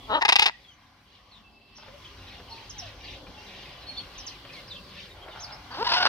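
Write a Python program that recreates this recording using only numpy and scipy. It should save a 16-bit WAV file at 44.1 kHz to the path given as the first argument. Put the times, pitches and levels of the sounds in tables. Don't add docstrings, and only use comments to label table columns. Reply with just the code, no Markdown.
import sys
import numpy as np
from scipy import signal
from scipy.fft import rfft, irfft
from scipy.io import wavfile
from scipy.ndimage import uniform_filter1d

SR = 44100
rng = np.random.default_rng(int(sys.argv[2]) if len(sys.argv) > 2 else 0)


def unload_wav(signal):
    wavfile.write(
        sys.argv[1],
        SR,
        np.round(np.clip(np.atleast_2d(signal).T, -1, 1) * 32767).astype(np.int16),
    )


def linear_from_db(decibels):
    return 10 ** (np.asarray(decibels, float) / 20)


N = 268480
TIME = np.arange(N) / SR

# [t/s, level/dB]
PHONE_GAIN = [(0, 0.5), (.15, 4), (.3, -12), (.55, -9), (1.65, -11), (1.9, -2), (2.5, -.5), (5, .5),
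              (5.6, -1.5), (5.8, 3.5)]
# [f/Hz, width/Hz, level/dB]
WIDE_BEAK = [(2820, 550, 0), (4070, 930, 5.5), (5000, 540, 0.5), (5700, 590, -10.5), (8900, 1900, -20.5),
             (13000, 3000, -31)]
# [t/s, brightness/dB]
FIRST_BEAK_OPENING = [(.164, -3), (.19, -16), (.217, -5.5), (.29, 0), (.39, 4), (.46, 2), (.49, -10.5)]
THROB_SAG = 0.031


def level(x, db):
    return x * linear_from_db(db) / np.sqrt(np.mean(x ** 2))


def read(table, at):
    return np.interp(at, *np.transpose(table))


def colour(x, table):
    hz, db = np.transpose(table)
    bins = np.log(np.fft.rfftfreq(N, 1 / SR) + 1e-3)
    return irfft(rfft(x) * linear_from_db(np.interp(bins, np.log(hz), db, left=-80, right=-80)), N)


def walk(rate):
    k = int(SR / rate)
    steps = np.repeat(rng.standard_normal(N // k + 1), k)
    return 1.3 * uniform_filter1d(uniform_filter1d(steps, k), k)[:N]


def swells(table, calm_db):
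    power = linear_from_db(2 * calm_db)
    for middle, width, db in table:
        power = power + linear_from_db(2 * db) * np.exp(-((TIME - middle) / width) ** 2)
    return np.sqrt(power) * linear_from_db(read(PHONE_GAIN, TIME))


def ports(x, lag_ms, pan_db):
    turn = np.exp(-2j * np.pi * np.fft.rfftfreq(N, 1 / SR) * lag_ms / 1000)
    later = irfft(rfft(x) * turn, N)
    return np.array([x * linear_from_db(pan_db / 2), later * linear_from_db(-pan_db / 2)])


def scatter(x, t60, db):
    t = np.arange(int(SR * .6)) / SR
    fade = np.exp(-np.log(1000) * t / t60) * (t > .004)
    tail = rng.standard_normal((2, len(t))) * fade
    tail = tail / np.sqrt(np.sum(tail ** 2) / 2)
    return linear_from_db(db) * signal.fftconvolve(x[None], tail, axes=1)[:, :N]


def air():
    # [f/Hz, level/dB per Hz]
    hum_colour = [(65, -27), (110, 0), (140, -4.5), (324, -5.5), (371, -9), (569, -8.5), (802, -9.5),
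                  (1020, -8), (1650, -13.5), (2570, -17), (3100, -14), (5190, -15), (6590, -33),
                  (8570, -58), (14500, -120)]
    # [f/Hz, likeness 0-1]
    likeness = [(60, 0.98), (120, 1), (230, 0.92), (440, 0.93), (840, 0.81), (1640, 0.49), (3170, 0.03),
                (6140, 0.1)]
    # [f/Hz, level/dB per Hz]
    treble_colour = [(6000, -7), (7000, -3), (9000, -4.5), (12000, -4.5), (15500, -8.5), (16500, -12)]
    alike_hz, alike_share = np.transpose(likeness)
    hum, swell = 0, walk(1.8)
    for hz in 68 * 2 ** np.arange(0, 7.6, .5):
        band = [(hz / 1.42, -30), (hz / 1.1, 0), (hz * 1.1, 0), (hz * 1.42, -30)]
        mid, side = (colour(rng.standard_normal(N), band) for _ in range(2))
        alike = np.clip(np.interp(np.log(hz), np.log(alike_hz), alike_share), 0, 1)
        pair = np.sqrt(1 + alike) * mid + np.sqrt(1 - alike) * side * np.array([[1], [-1]])
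        hum = hum + linear_from_db(0.43 * swell + 2.86 * walk(6)) * pair
    hum = level(np.array([colour(port, hum_colour) for port in hum]), -49.5 + 0.5)

    hiss_hz, hiss_width_hz = 12920, 460
    band = [(hiss_hz - hiss_width_hz, -25), (hiss_hz, 0), (hiss_hz + hiss_width_hz, -25)]
    hiss = level(np.array([colour(rng.standard_normal(N), band) for _ in range(2)]), -77.5)
    treble = level(np.array([colour(rng.standard_normal(N), treble_colour) for _ in range(2)]), -68.5)
    return (hum + hiss + treble * linear_from_db(1.3 * walk(14))) * linear_from_db(read(PHONE_GAIN, TIME))


def rumble():
    # [f/Hz, level/dB per Hz]
    bass_colour = [(28, -21), (42, 1.5), (56, 1), (75, -5.5), (100, 0), (125, -22.5)]
    # [middle t/s, half width/s, level/dB]
    gusts = [
        (2.2, .15, -55),
        (2.9, 0.31, -50),
        (5.2, 0.19, -54),
    ]
    mid, side = (level(colour(rng.standard_normal(N), bass_colour), -2.0) for _ in range(2))
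    pair = np.array([1.07 * mid + 0.057 * side, 1.17 * mid - .12 * side])
    return swells(gusts, calm_db=-54) * linear_from_db(1.5 * walk(4.93)) * pair


def whistle(length, hz0, hz1, hz2, overtone_db, waver):
    u = np.arange(int(length * SR)) / (length * SR)
    hz = hz0 + (4 * hz1 - 3 * hz0 - hz2) * u + (2 * hz0 + 2 * hz2 - 4 * hz1) * u ** 2
    wobble = np.interp(u * length * 250, np.arange(128), rng.standard_normal(128))
    hz = hz * (1 + waver * min(.05 / length, 1) ** 2 * wobble)
    phase = 2 * np.pi * np.cumsum(hz) / SR
    ends = np.minimum(np.sin(np.pi * u) * max(length / 0.029, 1), 1) ** 0.7
    return ends * (np.sin(phase) + linear_from_db(overtone_db) * np.sin(2 * phase))


def flock():
    # [f/Hz, level/dB per Hz]
    chatter_colour = [(820, -59), (1400, -31), (1610, -26), (1780, -6), (2410, -6), (2860, -3.5),
                      (3560, -4), (4770, -9), (6590, -20.5), (8570, -68), (14500, -120)]
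    # [middle t/s, half width/s, level/dB]
    bouts = [(.62, 0.053, -49.5), (.83, 0.032, -56), (1.14, 0.052, -49), (1.35, 0.053, -49.5),
             (1.82, 0.085, -52), (2.06, 0.081, -53), (2.31, 0.071, -46.5), (2.6, 0.078, -48),
             (2.84, 0.057, -45), (3.09, 0.056, -42.5), (3.57, 0.17, -47.5), (3.93, 0.2, -51),
             (4.17, 0.048, -49.5), (4.29, 0.046, -46), (4.55, 0.061, -48.5), (4.72, 0.037, -52.5),
             (4.99, 0.064, -45), (5.37, 0.051, -49.5), (5.5, .05, -51.5)]
    out = np.zeros(N + SR)
    for when, pitch, fall, length, size in rng.random((7000, 5)):
        hz = 1500 * 4.6 ** pitch
        middle_hz, last_hz = hz * (1 - 0.0798 * fall), hz * (1 - 0.36 * fall)
        note = whistle(0.0044 + 0.02 * length, hz, middle_hz, last_hz, overtone_db=-26, waver=0.0342)
        start = int(when * N)
        out[start:start + len(note)] += np.sqrt(hz) * linear_from_db(-1.5 * np.log(size)) * note
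    out = level(colour(out[:N], chatter_colour), -0.97) * swells(bouts, calm_db=-57.5)
    return ports(out, lag_ms=.03, pan_db=-1.5) * linear_from_db(-2.0) + scatter(out, t60=0.17, db=-2)


def sing(table, waver, flutter_db):
    out = np.zeros(N)
    for s, length, *hz, db in table:
        note = linear_from_db(db) * whistle(length, *hz, overtone_db=-25, waver=waver)
        out[int(s * SR):int(s * SR) + len(note)] += note
    return out * linear_from_db(flutter_db * walk(80))


def glides(table, early):
    return [(s, length, a, a + (b - a) * (.5 + early), b, db) for s, length, a, b, db in table]


def puffs(hz, swell, jitter, shimmer_db, air_db):
    chance, taps = rng.standard_normal((128, 2)), np.arange(-8, 9)
    out = linear_from_db(air_db) * np.append(swell * rng.standard_normal(N // 16)[:len(hz)], np.zeros(17))
    place = 0.
    for wander, size in chance:
        i = int(place)
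        if i >= len(hz):
            break
        puff = np.sinc(taps - place + i) * np.hanning(19)[1:-1]
        out[i + 8 + taps] += swell[i] * linear_from_db(shimmer_db * size) * puff
        place += SR / hz[i] * np.exp(jitter * wander)
    return out


def ring(pulses, modes):
    t = np.arange(SR // 20) / SR
    tones = 0
    for k, (f, width, db) in enumerate(modes):
        tones = tones + (-1) ** k * linear_from_db(db) * np.exp(-np.pi * width * t) * np.sin(2 * np.pi * f * t)
    return signal.fftconvolve(pulses, tones * (np.exp(-t / .00015) - 1))[:N]


def voice(runs, throat, beak, hiss_db, **roughness):
    low, high = np.zeros(N + SR), np.zeros(N + SR)
    for s, hz, swell, bright_db in runs:
        burst, start = puffs(hz, swell, **roughness), int(s * SR) - 8
        breath = swell * rng.standard_normal(N // 16)[:len(hz)]
        hiss = linear_from_db(hiss_db) * np.append(breath, np.zeros(17))
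        low[start:start + len(burst)] += burst
        high[start:start + len(burst)] += (burst + hiss) * linear_from_db(bright_db)
    return ring(low, throat) - ring(high, beak)


def throb(s, length, hz0, hz1, db, bright_db, start):
    u = np.arange(int(length * SR)) / (length * SR)
    swell = linear_from_db(db) * np.minimum(start + 2.8 * u, 1) * np.minimum(0.46 + 1.3 * (1 - u), 1)
    return s, hz0 + (hz1 - hz0) * u, swell, bright_db


def far_parrot():
    # [t/s, length/s, peak level/dB]
    growl_table = [
        (5.14, .15, -48),
        (5.25, 0.068, -44),
        (5.33, 0.098, -43.5),
        (5.425, .07, -42.5),
        (5.489, .091, -43),
        (5.574, .068, -50.5),
    ]
    # [f/Hz, width/Hz, level/dB]
    far_throat = [(656, 200, -2.5), (873, 130, -2.5), (1433, 210, -3)]
    barks = [(1.784 + k * .036, .018, 300, 300, -48, -2.5) for k in range(3)]
    growl = [(s, length, 139.3, 139.3, db, -24) for s, length, db in growl_table]
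    runs = [throb(*row, start=0.64) for row in barks + growl]
    return voice(runs, far_throat, WIDE_BEAK, jitter=0.0503, shimmer_db=6.0, air_db=-21, hiss_db=-22)


def single_birds():
    # [t/s, length/s, f/Hz, peak level/dB]
    whistles = [(0, 0.06, 3410, -51), (.51, 0.056, 1950, -53), (.67, .03, 6300, -74),
                (.703, .05, 6050, -71), (1.43, .2, 2644, -62.5), (1.6, 0.29, 2650, -61.5),
                (2.2, 0.077, 2780, -58), (2.488, 0.15, 908, -52), (3.25, 0.08, 181, -53.5),
                (3.29, 0.17, 852, -58), (3.865, 0.1, 4310, -41.5), (3.965, 0.059, 4365, -40.5)]
    # [t/s, length/s, first f/Hz, last f/Hz, peak level/dB]
    chirps = [(.64, 0.094, 3440, 3010, -58), (.81, .047, 3400, 2930, -64), (1.513, .032, 5450, 4640, -63.5),
              (2.505, 0.039, 4580, 3900, -48.5), (2.695, .023, 6230, 5250, -34),
              (2.781, .029, 6300, 4720, -38), (2.809, .049, 3670, 2350, -48.5),
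              (3.645, 0.082, 2620, 2200, -57), (3.809, .041, 4450, 3750, -46),
              (4.035, 0.026, 2820, 2590, -45.5), (4.178, 0.036, 6190, 5070, -35.5),
              (4.263, .038, 6420, 3620, -38), (4.292, 0.081, 3400, 2150, -48.5),
              (4.533, 0.072, 2370, 2080, -51), (4.675, 0.029, 5700, 4300, -42),
              (4.699, 0.043, 4140, 3100, -41), (4.734, .041, 4020, 3000, -42.5),
              (4.838, 0.048, 5200, 4200, -55), (5.102, 0.031, 3900, 3556, -49),
              (5.21, 0.04, 3340, 3030, -54.5), (5.302, 0.095, 3750, 3050, -54),
              (5.415, 0.041, 6430, 4130, -40), (5.71, .039, 4660, 4300, -47)]
    # [t/s, length/s, first f/Hz, last f/Hz, peak level/dB]
    risers = [
        (1.868, .1, 490, 580, -51.5),
        (3.957, 0.035, 3300, 3620, -42.5),
        (3.993, 0.037, 2900, 3500, -41),
        (4.49, .028, 2430, 2560, -42),
        (4.738, 0.062, 2460, 2700, -52),
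        (5.39, .028, 4070, 6480, -42.5),
        (5.498, 0.054, 3480, 5350, -44),
    ]
    # [t/s, length/s, first f/Hz, last f/Hz, peak level/dB]
    hoarse = [(1.14, 0.051, 3700, 3220, -61), (1.31, .08, 4300, 3360, -58), (1.75, .068, 5900, 5000, -56.5),
              (2.02, 0.06, 3450, 3160, -53.5), (2.17, 0.039, 4500, 3640, -51),
              (2.49, 0.032, 5800, 5100, -53), (2.55, 0.043, 4600, 4000, -51), (2.742, .13, 900, 633, -52.5),
              (3.36, 0.216, 2720, 2800, -57), (4.53, 0.042, 4700, 4300, -49),
              (4.668, 0.021, 3500, 5840, -47), (1.35, 0.57, 222, 224, -69.5),
              (4.62, 0.43, 172, 178.6, -58.5)]
    sag = 0.0086
    level_notes = [(s, length, hz * (1 + sag), hz, hz * (1 - sag), db) for s, length, hz, db in whistles]
    clear = glides(chirps, early=0) + glides(risers, early=0.23) + level_notes
    out = sing(clear, waver=.035, flutter_db=5)
    far = sing(glides(hoarse, early=0), waver=.09, flutter_db=6) + far_parrot()
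    near = ports(out, lag_ms=0.047, pan_db=-2.5) + scatter(out, t60=0.16, db=-5)
    return near + ports(far, lag_ms=0.047, pan_db=-0.3) + scatter(far, t60=0.19, db=-4.5)


def held(curve, lift_db):
    s, *columns = np.transpose(curve)
    hz, db, bright_db = (np.interp(np.arange(s[0], s[-1], 1 / SR), s, c) for c in columns)
    return s[0], hz, linear_from_db(db + lift_db) / np.sqrt(hz / 250), np.append(bright_db, np.full(17, bright_db[-1]))


def throbs(table, beak, start):
    runs = []
    for s, length, hz, db in table:
        first_hz, last_hz = hz * (1 + THROB_SAG / 2), hz * (1 - THROB_SAG / 2)
        runs.append(throb(s, length, first_hz, last_hz, db, read(beak, s), start))
    return runs


def rattle():
    # [t/s, length/s, pulse rate f/Hz, peak level/dB, level of the weak trail after it/dB]
    rattle_throbs = [
        (.217, .011, 353, -10.5, -20.5),
        (0.25, 0.01, 417, -10.5, -27),
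        (0.288, .014, 334, -7.5, -27),
        (0.3219, .010, 382, -8.5, -25),
        (0.3566, 0.011, 384.5, -9.5, -34),
        (.393, 0.007, 425, -8.5, -24),
        (.420, 0.013, 429.6, -11, -22.5),
        (0.457, .013, 375.3, -12, -18),
    ]
    # [t/s, pulse rate f/Hz, level/dB]
    flicks = [
        (.21, 900, -25),
        (.281, 408, -16.5),
        (.386, 483, -21),
        (.493, 320, -19.5),
    ]
    ring_until_s = .27
    table = [row[:-1] for row in rattle_throbs] + [(s, 0.0049, hz, db) for s, hz, db in flicks]
    runs = throbs(table, FIRST_BEAK_OPENING, start=0.62)
    for s, length, hz, _, db in rattle_throbs:
        if s < ring_until_s:
            hz, bright_db = 934, -34
        else:
            hz, bright_db = hz * .58, read(FIRST_BEAK_OPENING, s + length) + 2.5
        trail_s = 0.011 + 0.055 * max(s - ring_until_s, 0)
        runs.append(throb(s + length, trail_s, hz, hz * (1 - 2 * THROB_SAG), db, bright_db, start=0.79))
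    return runs


def first_squawk():
    # [t/s, pulse rate f/Hz, level/dB, beak brightness/dB]
    croon = [
        (.066, 225.2, -65, -12),
        (.085, 221, -51, -21),
        (.100, 214.8, -34, -12),
        (.120, 210.3, -29, -10),
        (.135, 270.3, -29.5, -7.5),
        (.148, 307, -27, -3),
        (.160, 311, -24, -6),
    ]
    # [t/s, length/s, pulse rate f/Hz, peak level/dB]
    stutter = [
        (.164, 0.012, 309, -22.5),
        (.172, 0.013, 290, -22.5),
        (.186, 0.0076, 300, -24),
    ]
    # [f/Hz, width/Hz, level/dB]
    shut_throat = [(510, 304, 2.5), (933, 142, 3), (1320, 116, -0.5)]
    shut_beak = [(1820, 120, -6), (3000, 200, 1.5), (3900, 210, -2.5)]
    open_throat = [(417, 860, -35), (900, 183, -3), (1950, 440, 3)]
    open_beak = [(2700, 360, 3), (3710, 415, 0.5), (4300, 460, -3), (4960, 710, 2.5), (5380, 520, -4.5),
                 (6300, 450, -14.5), (8200, 660, -21.5), (10800, 1950, -18.5), (14500, 2200, -21)]
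    runs = [held(croon, lift_db=9)] + throbs(stutter, FIRST_BEAK_OPENING, start=0.96)
    smooth = voice(runs, shut_throat, shut_beak, jitter=.012, shimmer_db=1, air_db=-36, hiss_db=-24)
    return smooth + voice(rattle(), open_throat, open_beak, jitter=.035, shimmer_db=1.5, air_db=-32, hiss_db=-30)


def second_squawk():
    # [t/s, pulse rate f/Hz, level/dB, beak brightness/dB]
    whine = [
        (5.772, 272.5, -35.5, -6),
        (5.797, 391, -29, -9),
        (5.813, 457, -23.5, -17),
        (5.822, 457, -26.5, -13),
        (5.829, 483, -20, -8),
        (5.837, 516, -39, -18),
    ]
    # [t/s, length/s, pulse rate f/Hz, peak level/dB]
    screech = [(5.664, 0.11, 258, -53), (5.704, .048, 242.3, -33.5), (5.738, 0.035, 268, -30),
               (5.842, .034, 417.5, -26), (5.866, .016, 977, -21), (5.885, 0.033, 347, -21.5),
               (5.915, 0.017, 333, -17.5), (5.934, .014, 349.5, -16), (5.946, 0.018, 998, -22),
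               (5.961, .034, 733, -19), (5.997, .035, 739, -18.5), (6.026, 0.0075, 310, -10),
               (6.036, 0.015, 754, -21), (6.05, .0082, 220, -12), (6.059, .016, 277, -10),
               (6.083, .01, 287, -22.5)]
    # [t/s, brightness/dB]
    beak_opening = [(5.66, -22), (5.74, -10), (5.84, -5), (5.95, -3), (6.0, -9), (6.08, -8.5)]
    # [f/Hz, width/Hz, level/dB]
    round_throat = [(440, 600, 3), (976, 180, -3), (1480, 330, -7.5)]
    wide_throat = [(417, 410, -10.5), (900, 197, -2), (1580, 400, 0)]
    smooth = voice([held(whine, lift_db=8.5)], round_throat, WIDE_BEAK,
                   jitter=.012, shimmer_db=1, air_db=-36, hiss_db=-24)
    return smooth + voice(throbs(screech, beak_opening, start=0.45), wide_throat, WIDE_BEAK,
                          jitter=.03, shimmer_db=2.5, air_db=-24, hiss_db=-13)


def parrot():
    steep = signal.butter(2, 260, "high", fs=SR, output="sos")
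    first = signal.sosfilt(steep, first_squawk())
    second = signal.sosfilt(steep, second_squawk())
    near = ports(first, lag_ms=0.19, pan_db=2.0) + ports(second, lag_ms=0.11, pan_db=0.2)
    both = first + second
    return near + scatter(both, t60=.05, db=-14) + scatter(both, t60=.45, db=-27)


def wire():
    # [t/s, peak level/dB, ringing f/Hz]
    ticks = [
        (1.879, -38.5, 527),
        (2.25, -49, 511),
        (2.398, -38, 496),
        (3.265, -37, 2400),
        (4.448, -34.5, 566),
        (5.282, -34, 636),
    ]
    out, t = np.zeros(N), np.arange(SR // 25) / SR
    for s, db, hz in ticks:
        scrape = uniform_filter1d(uniform_filter1d(rng.standard_normal(len(t)), size=7), size=7)
        shape = np.exp(-t / 0.015) * np.minimum(t / 0.0023, 1)
        knock = shape * (0.32 * np.sin(2 * np.pi * hz * t) + scrape)
        out[int(s * SR):int(s * SR) + len(t)] += linear_from_db(db + 2.5) * knock
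    return ports(out, lag_ms=0.054, pan_db=0.0)


def scene():
    # [f/Hz, level/dB]
    right_shade = [(10, -1.5), (5500, -1), (7500, -1), (12000, -2), (20000, 0)]
    left, right = air() + rumble() + flock() + single_birds() + parrot() + wire()
    return np.array([left, colour(right, right_shade)])


def low_pass(x):
    return signal.sosfilt(signal.butter(12, 15830, fs=SR, output="sos"), x)


def record(dry):
    rounded = dry / (1 + (dry / .93) ** 4) ** .25
    return low_pass(rounded)


dry = scene()
out = record(dry)
unload_wav(out)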